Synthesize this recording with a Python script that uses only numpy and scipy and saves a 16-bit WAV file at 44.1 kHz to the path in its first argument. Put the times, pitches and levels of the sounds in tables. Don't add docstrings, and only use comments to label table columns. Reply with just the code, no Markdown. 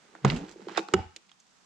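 import sys
import numpy as np
from scipy import signal
from scipy.fft import rfft, irfft, next_fast_len
from scipy.io import wavfile

SR = 44100
rng = np.random.default_rng(int(sys.argv[2]) if len(sys.argv) > 2 else 0)


def waveform_to_disk(signal):
    frames = np.transpose(np.atleast_2d(signal))
    scaled = np.clip(frames, -1, 1) * 32767
    samples = np.round(scaled).astype(np.int16)
    wavfile.write(sys.argv[1], SR, samples)


N = 72765
TIME = np.arange(N) / SR
SIZE = next_fast_len(2 * N)
HZ = np.maximum(np.arange(SIZE // 2 + 1) * SR / SIZE, 1)

# start_s, level_1100hz_db, level_3300hz_db, level_7500hz_db, crack_t60_s, hollow_db, spot_hz, spot_db
CONTACTS = [(0.1514, -41, -55.5, -56, 0.025, -52, 1640, -57),
            (.248, -19.5, -30, -30, 0.035, -25, 2470, -26.5),
            (.2502, -29, -35.5, -53, 0.027, -35, 695, -19),
            (0.3006, -39.5, -20.5, -43.5, 0.029, -46.5, 2000, -26),
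            (0.3199, -36, -40, -52, .019, -34, 2240, -42), (.362, -48, -43.5, -43, 0.13, -50.5, 2730, -38),
            (0.685, -35, -41, -56, .028, -48, 926, -35), (.694, -37.5, -45.5, -52, 0.021, -53, 1580, -41.5),
            (0.7214, -44, -52, -54.5, 0.058, -51.5, 1390, -49),
            (0.7736, -29.5, -29, -31, .042, -46.5, 5120, -32.5),
            (0.7752, -26.5, -33.5, -40.5, 0.03, -45, 3675, -26),
            (0.7776, -30, -36, -48, 0.053, -33, 1343, -17.5),
            (.7865, -40, -43, -52, 0.0085, -31.5, 2040, -35.5),
            (0.7924, -36, -36, -45.5, 0.017, -35, 3755, -37),
            (.8857, -34.5, -42, -48, 0.02, -45.5, 1170, -36.5),
            (0.9375, -23.5, -22, -22, 0.024, -43, 2910, -22),
            (.9398, -14.5, -32.5, -36.5, .015, -34, 1329, -18),
            (1.1629, -60, -37, -36.5, .028, -57.5, 3560, -43.5),
            (1.294, -73, -52.5, -69, 0.026, -82.5, 2850, -55),
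            (1.316, -57, -57.5, -55, 0.025, -80.5, 3245, -48.5),
            (1.401, -79, -68, -53, 0.042, -84, 6150, -56)]


def from_db(db):
    return 10 ** (np.asarray(db) / 20)


def rms_one(x):
    return x / np.sqrt(np.mean(x ** 2) + 1e-20)


def in_time(rows):
    s, *columns = np.transpose(rows)
    return [np.interp(TIME, s, c) for c in columns]


def by_hz(rows):
    hz, *columns = np.transpose(rows)
    return [np.interp(np.log(HZ), np.log(hz), c) for c in columns]


def colour(x, db):
    cepstrum = irfft(np.log(from_db(db)), SIZE)
    cepstrum[1:SIZE // 2] *= 2
    cepstrum[SIZE // 2 + 1:] = 0
    response = np.exp(rfft(cepstrum))
    return irfft(rfft(x, SIZE) * response, SIZE)[..., :N]


def registers(parts, centres_hz, edge=1):
    mixed = 0
    for part, row in zip(parts, np.eye(len(parts))):
        share = np.interp(np.log(HZ), np.log(centres_hz), row)
        share = np.clip(.5 + edge * (share - .5), 0, 1)
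        mixed = mixed + rfft(part, SIZE) * share
    pink_db = 10 * np.log10(SR / np.sqrt(2) / np.maximum(HZ, 100))
    return irfft(mixed, SIZE)[..., :N], pink_db


def ring(x, hz, t60):
    r, w = from_db(-60 / (t60 * SR)), 2 * np.pi * hz / SR
    tone = signal.lfilter([.5, 0, -.5], [1, -2 * r * np.cos(w), r * r], x + 1e-18)
    band = signal.butter(2, [hz / 2, hz * 2], "band", fs=SR, output="sos")
    return signal.sosfilt(band, tone)


def decay(start, t60):
    return (TIME >= start) * from_db(-60 * np.clip((TIME - start) / t60, 0, 3))


def swell(start, rise, t60):
    return (1 - np.exp(-np.maximum(TIME - start, 0) / rise)) * decay(start, t60)


def low_noise(hz, order=2):
    low_pass = signal.butter(order, hz, fs=SR, output="sos")
    return rms_one(signal.sosfilt(low_pass, rng.standard_normal(2 * N))[N:])


def pan(db):
    gains = from_db(np.array([db, -db]) / 2).reshape(2, -1)
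    return gains / np.sqrt(np.mean(gains ** 2, axis=0))


def outdoors():
    # pitch_hz, relative_level_db
    hiss_colour = [(25, 3.94), (60, -10), (110, -10), (175, 6.98), (300, -3), (550, -6), (800, -1),
                   (1300, -2), (2200, -7), (4000, -8), (6500, -8), (8000, -12), (10000, -25), (15000, -42)]
    # time_s, level_db
    hiss_level = [(0, -62), (1.1, -65), (1.25, -66), (1.47, -66.5), (1.53, -64.5), (1.65, -64)]
    alike = 0.05
    common, apart = rng.standard_normal(N), rng.standard_normal((2, N))
    white = np.sqrt(alike) * common + np.sqrt(1 - alike) * apart
    hiss = rms_one(colour(white, by_hz(hiss_colour)[0]))
    return pan(-3.5) * from_db(in_time(hiss_level)[0]) * hiss


def lid_rub():
    # time_s, level_400hz_db, level_1500hz_db, level_6000hz_db
    rub_levels = [(0, -65.5, -64.5, -94), (.228, -60.5, -63, -97), (.255, -28, -38, -59),
                  (.3, -39.5, -39, -50.5), (.35, -36, -46, -56), (.42, -43.5, -54.5, -68),
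                  (.515, -52.5, -58, -58.5), (.56, -56.5, -68.5, -75.5), (.62, -51, -55, -68.5),
                  (.66, -54.5, -62, -69.5), (.715, -50.5, -51, -61.5), (.765, -50, -41.5, -62),
                  (.795, -41.5, -50, -51.5), (.86, -61.5, -69.5, -66.5), (.93, -48, -58.5, -65.5),
                  (.99, -39.5, -49, -69), (1.12, -79.5, -73, -77), (1.65, -111, -89, -72.5)]
    # pitch_hz, relative_level_db
    rub_colour = [(90, -46.5), (140, -15), (195, -3), (260, -7), (370, -2.5), (600, -6), (850, -3.5),
                  (1150, -7.5), (1500, -1), (2200, -1.5), (3400, -1.5), (5000, 1.5), (7300, 1.5),
                  (9500, -17), (15000, -25.5)]
    grains_per_s, grain_spread_db, smooth_share = 550, 4.5, 0.59
    clump_db, clump_hz = 2.5, 80

    slips = rng.random(N) < grains_per_s / SR
    sizes = from_db(grain_spread_db * np.minimum(rng.exponential(1, N), 3))
    clicks = rms_one(slips * sizes * rng.choice([-1, 1], (2, N)))
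    friction = rng.standard_normal((2, N))
    grain = np.sqrt(1 - smooth_share) * clicks + np.sqrt(smooth_share) * friction
    parts = []
    for db in in_time(rub_levels):
        clumps = rms_one(from_db(clump_db * low_noise(clump_hz)))
        parts.append(grain * clumps * from_db(db))
    rub, pink_db = registers(parts, [400, 1500, 6000])
    return colour(rub, pink_db + by_hz(rub_colour)[0])


def pipe_echo(x):
    # pitch_hz, gain_db
    pipe_colour = [(100, -29), (350, -26.5), (640, -25.5), (830, -9), (1060, -19.5), (1450, -14.5),
                   (1950, -23.5), (2600, -12.5), (3500, -20), (4500, -20), (5600, -18.5), (7000, -23),
                   (14000, -27.5)]
    delay_s, rise_s, t60_s = 0.0013, 0.016, 0.39
    tail = rng.standard_normal((2, N)) * swell(delay_s, rise_s, t60_s)
    tail = rms_one(tail) / np.sqrt(N)
    tail = colour(tail, by_hz(pipe_colour)[0])
    return pan(4) * signal.fftconvolve(tail, x[None], axes=1)[:, :N]


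def cracks():
    # pitch_hz, relative_level_db
    wall_colour = [(45, -63), (110, -48.5), (200, -20.5), (420, -2), (600, -6), (760, 1), (960, -2),
                   (1350, -0.5), (1700, -5), (3000, -2), (5600, -4.5), (7200, -0.5), (8800, -15),
                   (11000, -25.5), (15000, -36.5)]
    snap_db, snap_t60_s = -2, 0.0043
    thud_over_hollow_db = 6.5

    grain, envelopes = rng.choice([-1., 1.], (2, N)), np.zeros((4, N))
    for s, mid_db, upper_db, top_db, t60, hollow_db, *_ in CONTACTS:
        shape = decay(s, t60) + from_db(snap_db) * decay(s, snap_t60_s)
        levels_db = [hollow_db + thud_over_hollow_db, mid_db, upper_db, top_db]
        envelopes += np.outer(from_db(levels_db), shape)
    burst, pink_db = registers([grain * e for e in envelopes], [500, 1100, 3300, 7500], edge=1.8)
    return colour(burst, pink_db + by_hz(wall_colour)[0])


def spots():
    t60_s, pair_ratio, pair_db, low_cut_hz = .03, 1.14, -7.5, 600
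    out = np.zeros(N)
    for s, *_, hz, db in CONTACTS:
        phase = 2 * np.pi * hz * (TIME - s)
        modes = np.sin(phase) - from_db(pair_db) * np.sin(pair_ratio * phase)
        out += from_db(db) * decay(s, t60_s) * modes
    return signal.sosfilt(signal.butter(2, low_cut_hz, "high", fs=SR, output="sos"), out)


def hollow():
    # pitch_hz, relative_level_db, t60_s
    air_modes = [(327.4, 0, .11), (437, -5, 0.074), (526, -9.5, 0.11), (901, -13.5, .1)]
    clicks = np.zeros(N)
    for s, *_, hollow_db, _spot_hz, _spot_db in CONTACTS:
        clicks[int(s * SR)] += from_db(hollow_db)
    return sum(from_db(db) * ring(clicks, hz, t60) for hz, db, t60 in air_modes)


def lid_pop():
    # time_s, pitch_hz, rms_level_db (ahead of its waver)
    air_low = [(.22, 141, -63), (.243, 141.3, -43), (.251, 143, -20), (.283, 133.3, -22),
               (.303, 135, -35.5), (.335, 166.7, -26), (.36, 161.7, -39.5), (.385, 153, -52),
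               (.43, 172.3, -43.5), (.48, 224, -64), (.53, 226, -61)]
    # time_s, pitch_hz, rms_level_db (ahead of its waver)
    air_high = [(.243, 200, -46), (0.248, 197.3, -21.5), (0.274, 197.2, -26), (0.304, 224.5, -46.5),
                (.335, 242.4, -33), (.365, 233.4, -33), (0.389, 278.2, -47), (.425, 281.8, -41.5),
                (0.461, 315, -49.5), (.53, 358, -59)]
    puff_s, puff_rise_s, puff_t60_s = .248, .025, 0.42
    puff_db, puff_corner_hz = -28.5, 43.5
    waver_db, waver_hz = 1.2, 46.8

    puff = rms_one(np.gradient(low_noise(puff_corner_hz, order=3)))
    out = from_db(puff_db) * puff * swell(puff_s, puff_rise_s, puff_t60_s)
    for curve in (air_low, air_high):
        hz, db = in_time(curve)
        sounding = (TIME > curve[0][0]) & (TIME < curve[-1][0])
        level = np.sqrt(2) * from_db(db + waver_db * low_noise(waver_hz))
        tone = np.sin(2 * np.pi * np.cumsum(hz * sounding) / SR)
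        out = out + sounding * level * tone
    return out


def plops():
    # start_s, level_db
    bumps = [(0.559, -35), (0.595, -36.5), (0.67, -26), (0.713, -34.5)]
    settled_hz, sag_hz, sag_s = 333.7, 171, 0.0034
    rise_s, t60_s = 0.0016, .055
    out = np.zeros(N)
    for s, db in bumps:
        hz = (TIME >= s) * (settled_hz + sag_hz * np.exp(-np.abs(TIME - s) / sag_s))
        tone = np.sin(2 * np.pi * np.cumsum(hz) / SR)
        out += from_db(db) * swell(s, rise_s, t60_s) * tone
    return out


def shell_swing():
    # pitch_hz, level_db, t60_s, rise_s
    modes = [(84.85, -11.5, 0.23, 0.15), (116.6, -27.5, 0.086, 0.017), (188.8, -23, 0.17, 0.0021),
             (302, -34.5, .049, .002), (373.7, -8.5, 0.073, 0.00058), (772, -31, .26, .005),
             (845, -22.5, .18, .06)]
    start_s, waver_db, waver_hz, wander_share = .9392, 5, 29.6, .04
    settle_s = 0.18

    unsteady = np.clip((TIME - start_s) * waver_hz, 0, 1)
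    out = np.zeros(N)
    for hz, db, t60, rise in modes:
        pitch = hz * (TIME >= start_s) * (1 + wander_share * unsteady * low_noise(waver_hz))
        level = from_db(db + waver_db * unsteady * low_noise(waver_hz))
        tone = np.sin(2 * np.pi * np.cumsum(pitch) / SR)
        out += level * swell(start_s, rise, t60) * tone
    return out * np.exp(-((TIME - start_s) / settle_s) ** 4)


def at_ports(pair, plain):
    # pitch_hz, left_minus_right_db, left_lead_rad, unlike_share (0-1)
    ports = [(100, -0.5, -0.7, .05), (350, -1.6, -0.1, .08), (750, -7, 0.2, 0.73), (1400, -9, 0.6, 0.47),
             (2926, -5.5, 0.1, 0.36), (6500, -3, -.7, 0.64), (12000, 3.5, -0.39, 0.74)]
    balance_db, lead, unlike = by_hz(ports)
    sign = np.array([[1], [-1]])
    mid, side = rfft(pair, SIZE)
    textures = mid * np.sqrt(1 - unlike ** 2) + sign * side * unlike
    both = textures + rfft(plain, SIZE)
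    phase_lead = np.exp(sign * lead * 1j / 2)
    return irfft(both * pan(balance_db) * phase_lead, SIZE)[:, :N]


def scene():
    texture = cracks() + lid_rub()
    tones = spots() + hollow() + plops() + shell_swing() + lid_pop()
    return at_ports(texture, tones) + pipe_echo(texture[0] + tones) + outdoors()


def record(dry):
    low_cut = signal.butter(2, 50, "high", fs=SR, output="sos")
    top_cut = signal.cheby2(12, 70, 15600, fs=SR, output="sos")
    return signal.sosfilt(top_cut, signal.sosfilt(low_cut, dry))


dry = scene()
out = record(dry)
waveform_to_disk(out)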